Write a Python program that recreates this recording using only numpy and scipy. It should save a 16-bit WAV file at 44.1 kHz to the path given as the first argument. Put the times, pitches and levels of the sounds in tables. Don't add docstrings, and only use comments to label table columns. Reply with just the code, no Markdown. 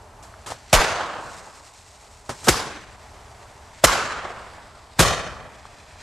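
import sys
import numpy as np
from scipy import signal
from scipy.fft import rfft, irfft
from scipy.io import wavfile
from scipy.ndimage import uniform_filter1d

SR = 44100
rng = np.random.default_rng(int(sys.argv[2]) if len(sys.argv) > 2 else 0)


def master_out(mix):
    frames = np.transpose(np.atleast_2d(mix))
    ceiling = np.clip(frames, -1, 1)
    pcm = np.round(ceiling * 32767).astype(np.int16)
    wavfile.write(sys.argv[1], SR, pcm)


N = 265482


def amp(db):
    return 10 ** (np.asarray(db) / 20)


def evened(x):
    return x / np.sqrt(np.mean(x ** 2) + 1e-20)


def read(points, hz):
    f, value = np.transpose(points)
    return np.interp(np.log(hz + 1), np.log(f + 1), value)


def add(mix, start_s, sound):
    part = mix[..., round(start_s * SR):][..., :sound.shape[-1]]
    part += sound[..., :part.shape[-1]]


def pair(common, opposite, side_table):
    hz = np.fft.rfftfreq(len(common), 1 / SR)
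    mid = rfft(common)
    side = rfft(opposite) * amp(read(side_table, hz))
    return irfft([mid + side, mid - side], len(common))


def colour(x, points, dull_db=0., bass_db=0., bounce_ms=0., share=0.):
    hz = np.fft.rfftfreq(x.shape[-1], 1 / SR)
    tilt_db = -dull_db * np.log2((hz + 50) / 1000)
    shelf_db = bass_db / (1 + (hz / 380) ** 4)
    gain = amp(read(points, hz) + tilt_db + shelf_db)
    bounce = 1 + share * np.exp(-2j * np.pi * hz * bounce_ms / 1000)
    return evened(irfft(rfft(x) * gain * bounce, x.shape[-1]))


def grit(count, per_s, spread_db):
    where, sign, size = rng.random((count, 3)).T
    clicks = where < per_s / SR
    return clicks * np.sign(sign - .5) * amp(-spread_db * np.log(1 - .995 * size))


def drift(count, low_hz, top_hz):
    t = np.arange(count) / SR
    waver = 0
    for f in np.geomspace(low_hz, top_hz, num=24):
        waver = waver + np.sin(2 * np.pi * (f * t + rng.random())) / np.sqrt(f)
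    return evened(waver)


LEAD_DB, LEAD_S = -22.5, 0.0035


def burst(row, points, side_table, per_s, spread_db):
    s, db, rise, hold, t60, dull_db, bass_db = row
    before = .02
    t = np.arange(8192) / SR - before
    swell = np.clip(t / rise, 0, 1)
    fall = amp(-60 * np.maximum(t - rise - hold, 0) / t60)
    lead = amp(LEAD_DB) * np.exp(np.minimum(t, 0) / LEAD_S)
    volley = pair(grit(len(t), per_s, spread_db), grit(len(t), per_s, spread_db), side_table)
    volley = colour(volley, points, dull_db, bass_db)
    low = signal.sosfiltfilt(signal.butter(2, 1600, fs=SR, output="sos"), volley)
    treble = volley - low
    return s - before, amp(db) * fall * (swell ** 1.15 * low + swell ** 8.2 * treble + lead * volley)


def snap(row, cycles, crack_db):
    s, db, hz = row
    t = np.arange(600) / SR
    body = np.sin(2 * np.pi * hz * t) * np.exp(-t * hz / cycles) * np.clip(t * hz, 0, 1)
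    crack = uniform_filter1d(rng.standard_normal((2, len(t))), size=6) * np.exp(-t / 0.0013)
    return s, amp(db) * (body + amp(crack_db) * crack)


# (frequency [Hz], relative level [dB per Hz])
WASH_COLOUR = [(12, -39), (20, -14), (60, 0), (112, -5), (140, -14.5), (365, -19), (408, -12), (522, -19),
               (599, -9.5), (787, -11.5), (879, -10), (2420, -27), (3650, -31), (7870, -31.5),
               (14000, -44.5)]
WASH_DB = -46.5
# (frequency [Hz], side minus mid [dB])
SIDE_NEAR = [(60, -58), (150, -22), (380, -11), (950, -15), (2370, -7.5), (5950, -13.5), (14900, -1)]


def wash():
    air = pair(*rng.standard_normal((N, 2)).T, SIDE_NEAR)
    swelling_db = WASH_DB + 2.1 * drift(N, 0.177, 4.3)
    return amp(swelling_db) * colour(air, WASH_COLOUR)


# (time [s], level [dB])
FUSE_LEVEL = [(0, -58), (.2, -69), (.3, -59), (.44, -55.5), (.57, -48.5), (.64, -53), (.71, -46.5),
              (1.15, -52.5), (1.24, -48), (1.38, -44.5), (1.42, -49), (2.25, -53.5), (2.42, -43.5),
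              (2.9, -52.5), (3.649, -54.5), (3.82, -47.5), (4.45, -49.5), (4.93, -54), (4.98, -45.5),
              (5.45, -58), (5.56, -51), (5.98, -49.5), (6.02, -41)]
# (frequency [Hz], relative level [dB per Hz])
FUSE_COLOUR = [(1180, -10), (2000, 2.5), (3100, -4.5), (3370, -2.5), (3960, -2), (4200, -2.5), (5100, -1),
               (5530, -3.5), (8110, -2.5), (8800, -8), (10100, -18), (11900, -19.5), (13000, -28),
               (14000, -57)]
# (start time [s], ground bounce delay [ms], bounce share [amplitude ratio], dullness [dB per octave])
FUSE_SPOTS = [(0, 0.68, 0.28, 1), (.75, 0.72, 0.11, -2), (2.5, 0.67, 0.075, 2), (3.86, 0.236, 0.27, 3),
              (5.01, 1.21, 0.24, 3)]


def fuse():
    s, db = np.transpose(FUSE_LEVEL)
    t = np.arange(N) / SR
    fizz = pair(grit(N, 8000, 3.1), grit(N, 9000, 0.6), SIDE_NEAR)
    spot = np.searchsorted([row[0] for row in FUSE_SPOTS[1:]], t)
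    heard = 0
    for k, (_, ms, share, dull_db) in enumerate(FUSE_SPOTS):
        heard = heard + (spot == k) * colour(fizz, FUSE_COLOUR, dull_db, bounce_ms=ms, share=share)
    flickering_db = np.interp(t, s, db) + 1.64 * drift(N, 8, 60)
    return amp(flickering_db) * heard


# (time [s], level [dB], rise [s], hold [s], time to fall 60 dB [s],
# dullness [dB per octave], bass lift [dB])
SPITS = [(0.222, -44, 0.0054, 0.01, 0.24, 1.5, 6), (0.459, -33.5, 0.0037, 0.027, 0.12, 2.5, -1),
         (0.497, -32, 0.0059, 0.016, 0.15, 3.5, -2.5), (2.291, -26, 0.002, 0.0073, 0.16, 4, 4),
         (2.416, -32, 0.028, 0.072, .05, 0.5, 10)]
# (frequency [Hz], relative level [dB per Hz])
SPIT_COLOUR = [(59, -31), (100, -2.5), (209, -13), (303, -6.5), (1170, 3), (1440, 0), (1600, 0.5),
               (2360, -5.5), (7760, 1), (12400, -12.5), (13500, -11)]


def spits(mix):
    for row in SPITS:
        add(mix, *burst(row, SPIT_COLOUR, SIDE_NEAR, per_s=12000, spread_db=0.5))


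# (time [s], level before the pulse dies away [dB], pitch [Hz])
POPS = [(0.193, -36, 883), (0.34, -16, 1300), (0.5204, -3, 840), (2.299, -8.5, 700), (3.653, -35, 851),
        (5.654, -13, 1040), (5.958, -19.5, 855)]


def pops(mix):
    for row in POPS:
        add(mix, *snap(row, cycles=0.63, crack_db=-27))


NEAR_S = 0.25


def returned_db(late, db, fall_db, near_db):
    return db - fall_db * late + near_db * np.exp(-late / NEAR_S)


# (bang time [s], level [dB], fall [dB per s], excess of near returns [dB], ground bounce delay [ms],
# bounce share [amplitude ratio], dullness [dB per octave], bass lift [dB], factor on path loss [ratio])
SCATTER = [(.728, -18, 31, 3, 0.66, 0.026, 1, -10.5, 0.86),
           (2.484, -21, 60, 2, 1.03, 0.05, -0.93, 3.5, 0.81),
           (3.838, -19.5, 29, 2.5, 0.91, 0.02, 0.5, -9, 0.86),
           (4.992, -21.5, 42.5, 7.5, 1.62, .35, 0.05, 1.5, 0.92)]
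# (frequency [Hz], relative level [dB per Hz])
SCATTER_COLOUR = [(35, -25), (60, -11), (381, -7), (457, -6), (808, -6), (1110, -5), (1500, -6),
                  (1680, -7.5), (2010, -9.5), (2420, -12.5), (6750, -16), (13100, -34), (14000, -55)]
# (frequency [Hz], extra loss before the factor [dB per s])
PATH_LOSS = [(80, -6), (250, 5), (1000, 1), (2700, 14.5), (5400, 44.5), (8000, 56), (11000, 85),
             (13500, 210)]
# (frequency [Hz], left minus right [dB])
TREES_BALANCE = [(60, 24), (180, 4.5), (550, -2), (1640, -1), (4950, 1.5), (14900, -2)]
# (frequency [Hz], side minus mid [dB])
SIDE_TREES = [(60, -27), (110, -33), (200, -39), (380, -21), (700, -21.5), (1290, -14), (2370, -7),
              (4380, -10.5), (8080, -4), (11500, 1), (14900, -14)]
# (delay [s], swell of the scatter [dB], single return over the scatter [dB], pitch of that return [Hz])
TRUNKS = [(.058, -1.5, 12.5, 1116), (.089, 3, 2, 866), (.116, 2, 7.5, 794), (0.187, 1, 2, 1360),
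          (.283, 3, 8, 1480), (.413, 4, 7.5, 775), (.465, 3, 9, 715), (.497, -4, 9, 950),
          (.745, 3.5, 8.5, 860)]
TRUNKS_SPREAD_S = 0.0082
FIRST_RETURN_S, SWELL_S = .022, 0.014
SCATTER_S = 1.1
HOP = 64


def scatter(row):
    s, db, fall_db, near_db, bounce_ms, share, dull_db, bass_db, loss = row
    t = FIRST_RETURN_S + np.arange(0, SCATTER_S, 1 / SR)
    returns = pair(grit(len(t), 12000, 1.3), grit(len(t), 12000, 1.3), SIDE_TREES)
    returns = colour(returns, SCATTER_COLOUR, dull_db, bass_db, bounce_ms, share)
    hz, late, z = signal.stft(returns, SR, nperseg=4 * HOP, noverlap=3 * HOP)
    side_db = read(TREES_BALANCE, hz)[:, None] * np.array([.5, -.5])[:, None, None]

    patches = rng.standard_normal((len(late), len(hz))).T
    patches = uniform_filter1d(patches, size=2, axis=0)
    patches_db = 1.44 * evened(uniform_filter1d(patches, size=120, axis=1))

    path_db = -loss * read(PATH_LOSS, hz)[:, None] * (late - 0.0759)
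    z = z * amp(side_db + patches_db + path_db)
    dulled = signal.istft(z, SR, nperseg=4 * HOP, noverlap=3 * HOP)[1][:, :len(t)]

    clumps_db = 0.85 * drift(len(t), 13.84, 60.36)
    for delay, swell_db, _, _ in TRUNKS:
        clumps_db = clumps_db + swell_db * np.exp(-((t - delay) / TRUNKS_SPREAD_S) ** 2)
    fade = np.clip((t - t[0]) / SWELL_S, 0, 1) * np.clip((t[-1] - t) / 0.088, 0, 1)
    return s + t[0], amp(returned_db(t, db, fall_db, near_db) + clumps_db) * fade * dulled


def echoes(row):
    rows = []
    for delay, _, over_db, hz in TRUNKS:
        rows.append((row[0] + delay, returned_db(delay, *row[1:4]) + over_db, hz))
    return rows


def trees(mix):
    for row in SCATTER:
        add(mix, *scatter(row))
        for echo in echoes(row):
            add(mix, *snap(echo, cycles=3.2, crack_db=-36.5))


# (time [s], starting level [dB], pitch it falls towards [Hz],
# length [s], fade [dB per s], starting level of the knock [dB])
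THUMPS = [(.7315, -14, 30, 0.074, 6, -42), (2.491, -16, 48, 0.067, 220, -27),
          (3.842, -18.5, 45, 0.077, 120, -21), (4.9955, -12, 46.3, 0.072, 220, -11)]
THUMP_FIRST_HZ, THUMP_GLIDE_S, THUMP_RISE_S, THUMP_END_S = 200, 0.0107, 0.0013, .012
KNOCK_HZ, KNOCK_T60 = 162.7, 0.13
THUMP_BALANCE_DB = [[.45], [-.45]]


def thump(row):
    s, db, last_hz, length, fade_db, knock_db = row
    t = np.arange(0, length, 1 / SR)
    hz = last_hz + (THUMP_FIRST_HZ - last_hz) * np.exp(-t / THUMP_GLIDE_S)
    shape = np.clip(np.minimum(t / THUMP_RISE_S, (length - t) / THUMP_END_S), 0, 1)
    swing = amp(db - fade_db * t) * np.sin(2 * np.pi * np.cumsum(hz) / SR)
    knock = amp(knock_db - 60 * t / KNOCK_T60) * np.sin(2 * np.pi * KNOCK_HZ * t)
    return s, amp(THUMP_BALANCE_DB) * shape * (swing + knock)


def thumps(mix):
    for row in THUMPS:
        add(mix, *thump(row))


# (time [s], level before the pulse dies away [dB], pitch [Hz])
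FRONTS = [(.7306, 1.5, 648), (2.487, -2, 370), (3.839, 5.5, 622), (4.9935, -8, 690)]


def fronts(mix):
    for row in FRONTS:
        add(mix, *snap(row, cycles=2.1, crack_db=-26))


# (time [s], level [dB], rise [s], hold [s], time to fall 60 dB [s],
# dullness [dB per octave], bass lift [dB])
BLASTS = [(0.7285, -6, 0.00081, 0.022, 0.053, 0.5, -14.5), (2.471, 0, 0.015, 0.003, 0.075, -0.55, -4),
          (3.837, 0.5, 0.0044, 0.0066, 0.055, -0.5, -7), (4.988, -5, 0.0048, 0.016, 0.084, -0.5, -3.5)]
# (frequency [Hz], relative level [dB per Hz])
BLAST_COLOUR = [(88, -44), (150, 4.5), (701, 1), (936, -2), (1400, -0.5), (1770, -4), (2230, -4),
                (3470, -8.5), (7350, -8), (12100, -17), (15000, -4)]
# (frequency [Hz], side minus mid [dB])
SIDE_BLAST = [(60, -23), (120, -36), (240, -22), (470, -15), (950, -20), (1890, -13), (3760, -15),
              (7490, -11.5), (11000, -5), (14900, -9)]


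def blasts(mix):
    for row in BLASTS:
        add(mix, *burst(row, BLAST_COLOUR, SIDE_BLAST, per_s=7000, spread_db=3.0))


def scene():
    mix = wash() + fuse()
    for source in (spits, pops, trees, thumps, fronts, blasts):
        source(mix)
    return mix


# (frequency [Hz], gain [dB])
TOP_ROLLOFF = [(12600, -1.5), (13300, -18), (13900, -32)]
EDGE_HZ = 15520


def record(dry):
    knee, ceiling = 6., .97
    hz = np.fft.rfftfreq(N, 1 / SR)
    rolled_off = irfft(rfft(dry) * amp(read(TOP_ROLLOFF, hz)), N)
    clipped = rolled_off / (1 + abs(rolled_off / ceiling) ** knee) ** (1 / knee)
    band_limit = signal.firwin(511, EDGE_HZ, window=("kaiser", 9), fs=SR)
    return signal.oaconvolve(clipped, band_limit[None], "same")


dry = scene()
out = record(dry)
master_out(out)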